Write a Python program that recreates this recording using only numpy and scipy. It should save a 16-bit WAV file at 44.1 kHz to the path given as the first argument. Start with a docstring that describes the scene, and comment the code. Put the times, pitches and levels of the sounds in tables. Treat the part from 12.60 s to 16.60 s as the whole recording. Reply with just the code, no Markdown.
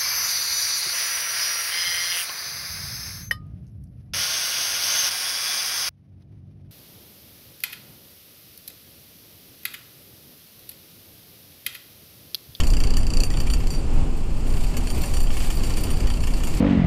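"""A steel chain, shaken by a running engine, chatters against a steel frame thirty times a second.
Each impact excites damped modes: the contact snaps, the link pings, the frame clacks; after a hard
strike the link springs clear and rings. The chain settles for a moment, then rattles on more loosely,
echoing briefly beside a concrete core in a building pit. Machinery drones and hums throughout,
and moving air buffets the microphone."""
import sys
import numpy as np
from scipy import signal
from scipy.fft import rfft, irfft
from scipy.io import wavfile
from scipy.ndimage import uniform_filter1d

SR = 44100
rng = np.random.default_rng(int(sys.argv[2]) if len(sys.argv) > 2 else 0)


def wav_record(signal):
    """Record a signal, one row per channel, as 16-bit PCM in the file named by sys.argv[1]."""
    frames = np.transpose(np.atleast_2d(signal))
    bounded = np.clip(frames, -1, 1)
    # unit amplitude maps onto the largest positive 16-bit level
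    quanta = np.round(bounded * 32767).astype(np.int16)
    wavfile.write(sys.argv[1], SR, quanta)


N = 176400
SHAKE_HZ, FIRST_SHAKE_S = 29.985, .0025

# Modes of a link damped by its neighbours. Each row: frequency in Hz, half-width in Hz, level in dB.
DAMPED_LINK_MODES = [(2650, 106, -2.5), (4610, 100, 6), (5780, 230, -3.5), (7320, 170, -2.5),
                     (9100, 110, -4.5)]
PING_HZ = DAMPED_LINK_MODES[1][0]  # the strongest mode
# Hard strikes on the frame. Each row: start in seconds, levels of ping, clack and snap in dB,
# ping pitch in Hz, level of the free ring in dB, its tilt in dB per octave.
HARD_STRIKES = [(0.002, -30.5, -27.5, -34, 4560, -60, -8), (0.0353, -33, -35, -39, 4680.0, -37, 3),
                (0.069, -32.5, -43, -38, 4360, -37, 5), (0.1026, -31.5, -53, -40, 4740.0, -37, 6),
                (0.1352, -31.5, -36, -42, 4760.0, -40, 0), (0.168, -31, -37.5, -42, 4700, -43, 8),
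                (0.2023, -31, -36.5, -41, 4620, -37, 0), (0.237, -29.5, -36, -39, 4650, -51, 2),
                (0.271, -33, -43, -44, 4640, -47, -8), (0.3045, -32, -39, -42, 4650, -49, -3),
                (0.3378, -34.5, -39, -45, 4690.0, -48, -3), (0.3682, -28, -35.5, -36, 4640.0, -30.5, 2),
                (0.4307, -39, -48, -58, 4780.0, -49, 5), (0.4674, -32.5, -50, -43, 4700, -50, 1),
                (0.5026, -31.5, -43.5, -45, 4780.0, -49, 0), (0.5361, -27.5, -49, -39, 4640, -55, 14),
                (0.5704, -25.5, -41, -41, 4640, -52, -1), (0.6028, -24, -41, -36, 4620, -36.5, -13),
                (0.635, -24, -37, -33.5, 4650, -31.5, 8), (0.7025, -34.5, -39.5, -53, 4800, -42.5, -1),
                (0.738, -40, -37, -57, 4600, -45, 0), (0.771, -38, -39, -51, 4670, -38.5, -1),
                (0.8014, -31.5, -37.5, -41, 4600, -35.5, 6), (0.869, -38, -37.5, -45, 4600, -41, 3),
                (0.9006, -34, -34, -44, 4540, -34, 3), (0.9361, -29.5, -34.5, -35, 4600, -42, -2),
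                (1.0704, -37, -44, -42, 4590.0, -49, 2), (1.1042, -33, -47, -45, 4660, -35, -6),
                (1.137, -39, -41, -45, 4590.0, -35, -4), (2.1681, -34, -34.5, -34.5, 4550, -42, 0),
                (2.2711, -36, -36.5, -47, 4450.0, -38, -1), (2.3021, -32.5, -39.5, -39, 4600, -36.5, 1),
                (2.4357, -37, -35.5, -44, 4460, -33.5, 6), (2.5374, -37, -39, -38.5, 4470, -39, 1),
                (2.5682, -49, -35.5, -48, 4980.0, -32, 6), (2.6029, -40, -40.5, -38, 4500, -34, 7),
                (2.768, -45, -32.5, -42, 4580.0, -35, 4), (2.8032, -37, -36, -43, 4800, -44, 4),
                (2.9023, -48, -34, -35.5, 4420, -40, 6), (3.035, -36, -36, -38, 4600, -35.5, 1),
                (3.171, -50, -36.5, -48, 4810.0, -34, 6), (3.2361, -36, -39, -49, 4660, -35, 8),
                (3.3036, -45, -37, -46, 4580.0, -32.5, 6), (3.4036, -38, -39, -43, 4700, -51, -2),
                (3.4704, -40, -36.5, -43, 4700, -40, -9), (3.5013, -35.5, -34, -45, 4630.0, -44, 10),
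                (3.6363, -40, -34, -42, 4580, -44, 4), (3.6708, -43, -35, -38.5, 4600, -46, 4),
                (3.8351, -48, -34.5, -36, 4800, -42, 0), (3.8711, -43, -37, -36, 4630.0, -46, -3)]


def undb(db):
    """Amplitude ratio for a level in decibels."""
    return 10 ** (np.asarray(db) / 20)


def unit(x):
    """Normalisation to an rms of 1."""
    return x / np.sqrt(np.mean(x ** 2) + 1e-20)


def envelope(rows):
    """Gain over time, interpolated linearly in decibels."""
    return undb(np.interp(np.arange(N) / SR, *np.array(rows).T))


def colour(x, rows):
    """Spectral shaping to an outline, falling 12 dB per octave below its first point; rms 1."""
    hz, db = np.array(rows).T
    f = np.maximum(np.arange(N // 2 + 1) * SR / N, .1)
    gain = undb(np.interp(np.log(f), np.log(hz), db)) * np.minimum(f / hz[0], 1) ** 2
    return unit(irfft(rfft(x) * gain, N))


def wander(rate_hz):
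    """Random modulation: held noise values, smoothed twice; rms 1."""
    hold = int(SR / rate_hz)
    steps = np.repeat(rng.standard_normal(N // hold + 1), hold)
    return unit(uniform_filter1d(uniform_filter1d(steps, hold), hold)[:N])


def air_buffet(limit=.42):
    """Pressure fluctuations of gusts thump on the microphone; soft saturation rounds the strongest."""
    # Strength of the gusts. Each row: time in seconds, level in dB.
    gust_levels = [(0, -11), (.42, -11), (.5, -17.5), (.58, -10), (.72, -17.5), (.93, -14), (1.1, -17.5),
                   (1.27, -21), (1.32, -12), (1.42, -9.5), (1.52, -19), (1.9, -16.5), (2.02, -12.5),
                   (2.1, -19), (2.5, -20), (2.57, -11), (2.85, -16), (3.3, -19), (3.45, -15), (4, -19)]
    # Spectrum of the gusts. Each row: frequency in Hz, relative spectral density in dB.
    gust_spectrum = [(4, -26), (9, 1), (21, 1.5), (33, -6), (50, -12.5), (66, -21), (130, -34), (400, -66),
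                     (2000, -95), (15000, -130)]
    air = colour(rng.standard_normal(N), gust_spectrum)
    running_rms = np.sqrt(uniform_filter1d(air ** 2, size=6615))
    gusts = envelope(gust_levels) * air / running_rms
    return limit * np.tanh(gusts / limit)


def machinery(drone_db=-29, drone_waver_db=1.36, hum_waver_db=2.5, drift_hz=1.8):
    """Machine noise is a continuous spectrum plus lines: a broadband drone and wavering hum tones."""
    # The drone. Each row: frequency in Hz, relative spectral density in dB.
    drone_spectrum = [(60, 2), (95, -6), (140, -6), (190, -11), (290, -13), (420, -17.5), (600, -22.5),
                      (1150, -29), (1650, -36.5), (2000, -37.5), (2700, -32.5), (3800, -44), (4500, -38),
                      (6100, -47), (7300, -39.5), (9200, -47), (11000, -56), (15000, -86)]
    # The hum. Each row: frequency in Hz, level in dB.
    hum_lines = [(99, -42), (138, -48.5), (247.7, -42), (780.6, -55)]
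    drone = colour(rng.standard_normal(N), drone_spectrum) * undb(drone_db + drone_waver_db * wander(14))
    hum = np.zeros(N)
    for hz, db in hum_lines:
        tone = np.sin(2 * np.pi * np.cumsum(hz + drift_hz * wander(6)) / SR)
        hum += unit(tone * undb(hum_waver_db * wander(6.4))) * undb(db)
    return drone + hum


def pit_echo(x, t60_s=.081, echo_db=-10.5, delay_s=.0055):
    """Diffuse reflections from earth and concrete walls follow the direct sound, dying exponentially."""
    t = np.arange(SR // 2) / SR
    response = rng.standard_normal(len(t)) * np.exp(-np.log(1000) * t / t60_s) * (t > delay_s)
    return x + undb(echo_db) * signal.fftconvolve(x, response / np.linalg.norm(response))[:N]


def add(out, start_s, sound):
    """Superposition of a sound on the mix at its start time."""
    i = max(int(start_s * SR), 0)
    out[i:i + len(sound)] += sound[:max(N - i, 0)]


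def ringing_links(times, levels_db, tilts, spread_hz, scatter_db, flutter_db=3):
    """Free vibration: two links of unequal tuning ring and beat; grazing neighbours roughen the ring."""
    # Modes of a free link. Each row: frequency in Hz, relative level in dB, 60 dB decay time in seconds.
    free_modes = [(3250, -21, .12), (4400, -11, .13), (4608, -1, .28), (5775, -11, .22), (7275, -7, .18),
                  (7450, -13, .12), (8970, -7, .15), (9177, -7.5, .25), (10290, -25, .12),
                  (10730, -19, .15), (13400, -23, .1), (12620, -16, .14), (13673, -16, .17),
                  (14520, -24, .12)]
    out, t = np.zeros(N), np.arange(10000) / SR
    hz, db, t60 = np.array(free_modes + free_modes).T
    fade = np.exp(-np.log(1000) * t / t60[:, None])
    for start, level_db, tilt in zip(times, levels_db, tilts):
        detune, scatter, phase = rng.standard_normal((3, len(hz)))
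        weight = undb(db + scatter_db * scatter + tilt * np.log2(hz / hz[0]))
        cycles = (hz + spread_hz * detune)[:, None] * t + phase[:, None]
        waves = np.sin((2 * np.pi * cycles).astype(np.float32))
        add(out, start, undb(level_db) * (weight / np.linalg.norm(weight)) @ (waves * fade))
    return out * undb(flutter_db * wander(220))


def loose_rattle(knocks_per_s=340, shake_depth=.49, scatter_db=6.5, decay_s=.027, ring_count=130):
    """Slack links collide at random, most often at each shake; their energies add, and some links ring."""
    # Strength of the rattle. Each row: time in seconds, level in dB.
    rattle_levels = [(0, -59), (.35, -64), (.5, -78), (.75, -55), (1.15, -49), (1.3, -58), (1.75, -53.5),
                     (2.0, -43.5), (2.22, -48.5), (2.42, -41), (2.68, -46.5), (2.8, -37.5), (2.98, -42.5),
                     (3.25, -42), (3.45, -50), (3.85, -45), (4, -41)]
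    # Link against link. Each row: frequency in Hz, relative spectral density in dB.
    knock_spectrum = [(700, 12), (1150, 6.5), (1550, 1), (2300, 10), (3000, 6), (3850, 3.5), (4550, 7.5),
                      (5300, 4.5), (6300, 1.5), (7400, 7), (8400, 6.5), (9150, -3), (10400, 3.5),
                      (11900, -5.5), (13700, 1.5), (15000, -26)]
    t = np.arange(N) / SR
    rate = knocks_per_s * (1 + shake_depth * np.cos(2 * np.pi * SHAKE_HZ * (t - FIRST_SHAKE_S)))
    knocks = (rng.random(N) < rate / SR) * undb(scatter_db * np.clip(rng.standard_normal(N), -2, 2))
    energy = signal.lfilter([1], [1, -np.exp(-2 / (decay_s * SR))], knocks ** 2)
    rattle = colour(np.sqrt(energy) * rng.standard_normal(N), knock_spectrum)
    times = (np.arange(ring_count) + rng.random(ring_count)) * t[-1] / ring_count
    ring_db = 4 * np.clip(rng.standard_normal(ring_count), -2, 2)
    tilts = np.full(ring_count, 9.5)  # dB per octave
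    jingle = unit(ringing_links(times, ring_db, tilts, spread_hz=100, scatter_db=4))
    return envelope(rattle_levels) * (rattle + undb(-5) * jingle)


def damped_impacts(times, levels_db, tunings, modes, attack_s, decay_s, size=1400):
    """Rough contacts excite a damped body: each mode is a band of noise that dies quickly."""
    out, t, f = np.zeros(N), np.arange(size) / SR, np.arange(size // 2 + 1) * SR / size
    hz, width, db = np.array(modes).T[:, :, None]
    shape = (1 - np.exp(-t / attack_s)) * np.exp(-t / decay_s)
    head = int(.005 * SR)  # levels apply to the first 5 ms
    for start, level_db, tuning in zip(times, levels_db, tunings):
        excitation = rfft(rng.standard_normal((len(modes), size)))
        bands = irfft(excitation / (1 + ((f - hz * tuning) / width) ** 2), size) * shape
        hit = np.sum(bands * undb(db) / bands[:, :head].std(axis=1, keepdims=True), axis=0)
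        add(out, start, hit * undb(level_db) / hit[:head].std())
    return out


def link_on_frame(times, ping_db, clack_db, snap_db, pitch_hz):
    """Impact excites both bodies: the contact snaps; link ping and frame clack vary with the spot hit."""
    # Modes of the steel frame. Each row: frequency in Hz, half-width in Hz, relative level in dB.
    frame_modes = [(690, 310, -14), (1126, 230, -1.5), (1766, 40, -4.5), (2260, 87, -4), (2810, 164, -0.5),
                   (3040, 280, -1.5), (5300, 130, -9.5)]
    # Bright resonances of the steel at the point of contact, with the same columns.
    snap_modes = [(7200, 960, 5.5), (9200, 1000, -3), (11230, 520, -4), (12750, 290, -6.5),
                  (14100, 700, -5)]
    ping_tunings = pitch_hz / PING_HZ
    ping = damped_impacts(times, ping_db, ping_tunings, DAMPED_LINK_MODES, attack_s=.0013, decay_s=.0023)
    clack_tunings = 1 + .045 * rng.standard_normal(len(times))
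    clack = damped_impacts(times, clack_db, clack_tunings, frame_modes, attack_s=.0012, decay_s=.0061)
    snap = damped_impacts(times, snap_db, np.ones(len(times)), snap_modes, attack_s=.00017, decay_s=.009)
    return ping + clack + snap


def light_chatter(jitter_s=.00034, stray_spread_s=.007, scatter_db=4, pitch_scatter_hz=90):
    """Periodic forcing: the chain taps on shakes with no hard strike; slack links land early or late."""
    # Strength of the taps. Each row: time in seconds, level in dB.
    tap_levels = [(0, -48), (.45, -46), (.72, -52.5), (1.0, -45), (1.22, -60), (1.75, -58.5), (2.0, -45),
                  (2.3, -53), (2.75, -45.5), (3.3, -42), (4, -42.5)]
    # Stray contacts of slack links. Each row: time in seconds, level relative to the taps in dB.
    stray_levels = [(0, -5), (.62, 0), (.75, 2.5), (1.15, -10), (2, 0.5), (4, -7.5)]
    shakes = np.arange(FIRST_SHAKE_S, N / SR, 1 / SHAKE_HZ)
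    jitter, stray = rng.standard_normal((len(shakes), 2)).T
    to_hard_strike_s = np.abs(shakes[:, None] - np.array(HARD_STRIKES)[:, 0]).min(axis=1)
    light = to_hard_strike_s > .5 / SHAKE_HZ
    times = np.concatenate([(shakes + jitter_s * jitter)[light], shakes + stray_spread_s * stray])
    offset_db = np.concatenate([np.zeros(light.sum()), np.interp(shakes, *np.array(stray_levels).T)])
    scatter = rng.standard_normal((len(times), 4)).T
    ping, clack, snap = np.interp(times, *np.array(tap_levels).T) + offset_db + scatter_db * scatter[:3]
    pitch_hz = PING_HZ + pitch_scatter_hz * scatter[3]
    return link_on_frame(times, ping_db=ping, clack_db=clack - 1, snap_db=snap - 9.5, pitch_hz=pitch_hz)


def hard_strikes():
    """Impact and rebound: a link is thrown hard against the frame, springs clear and vibrates freely."""
    times, ping_db, clack_db, snap_db, pitch_hz, ring_db, tilts = np.array(HARD_STRIKES).T
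    impacts = link_on_frame(times, ping_db, clack_db, snap_db, pitch_hz)
    return impacts + ringing_links(times, ring_db, tilts, spread_hz=35, scatter_db=3)


def scene():
    """Superposition in one channel: the shaken chain with its echo, moving air and machinery."""
    chain = hard_strikes() + light_chatter() + loose_rattle()
    return (pit_echo(chain) + air_buffet() + machinery())[None]


def record(dry):
    """Band limiting: a steep low-pass filter removes the treble above 14.8 kHz."""
    return signal.sosfilt(signal.ellip(10, .2, 80, 14800, fs=SR, output="sos"), dry)


dry = scene()
out = record(dry)
wav_record(out)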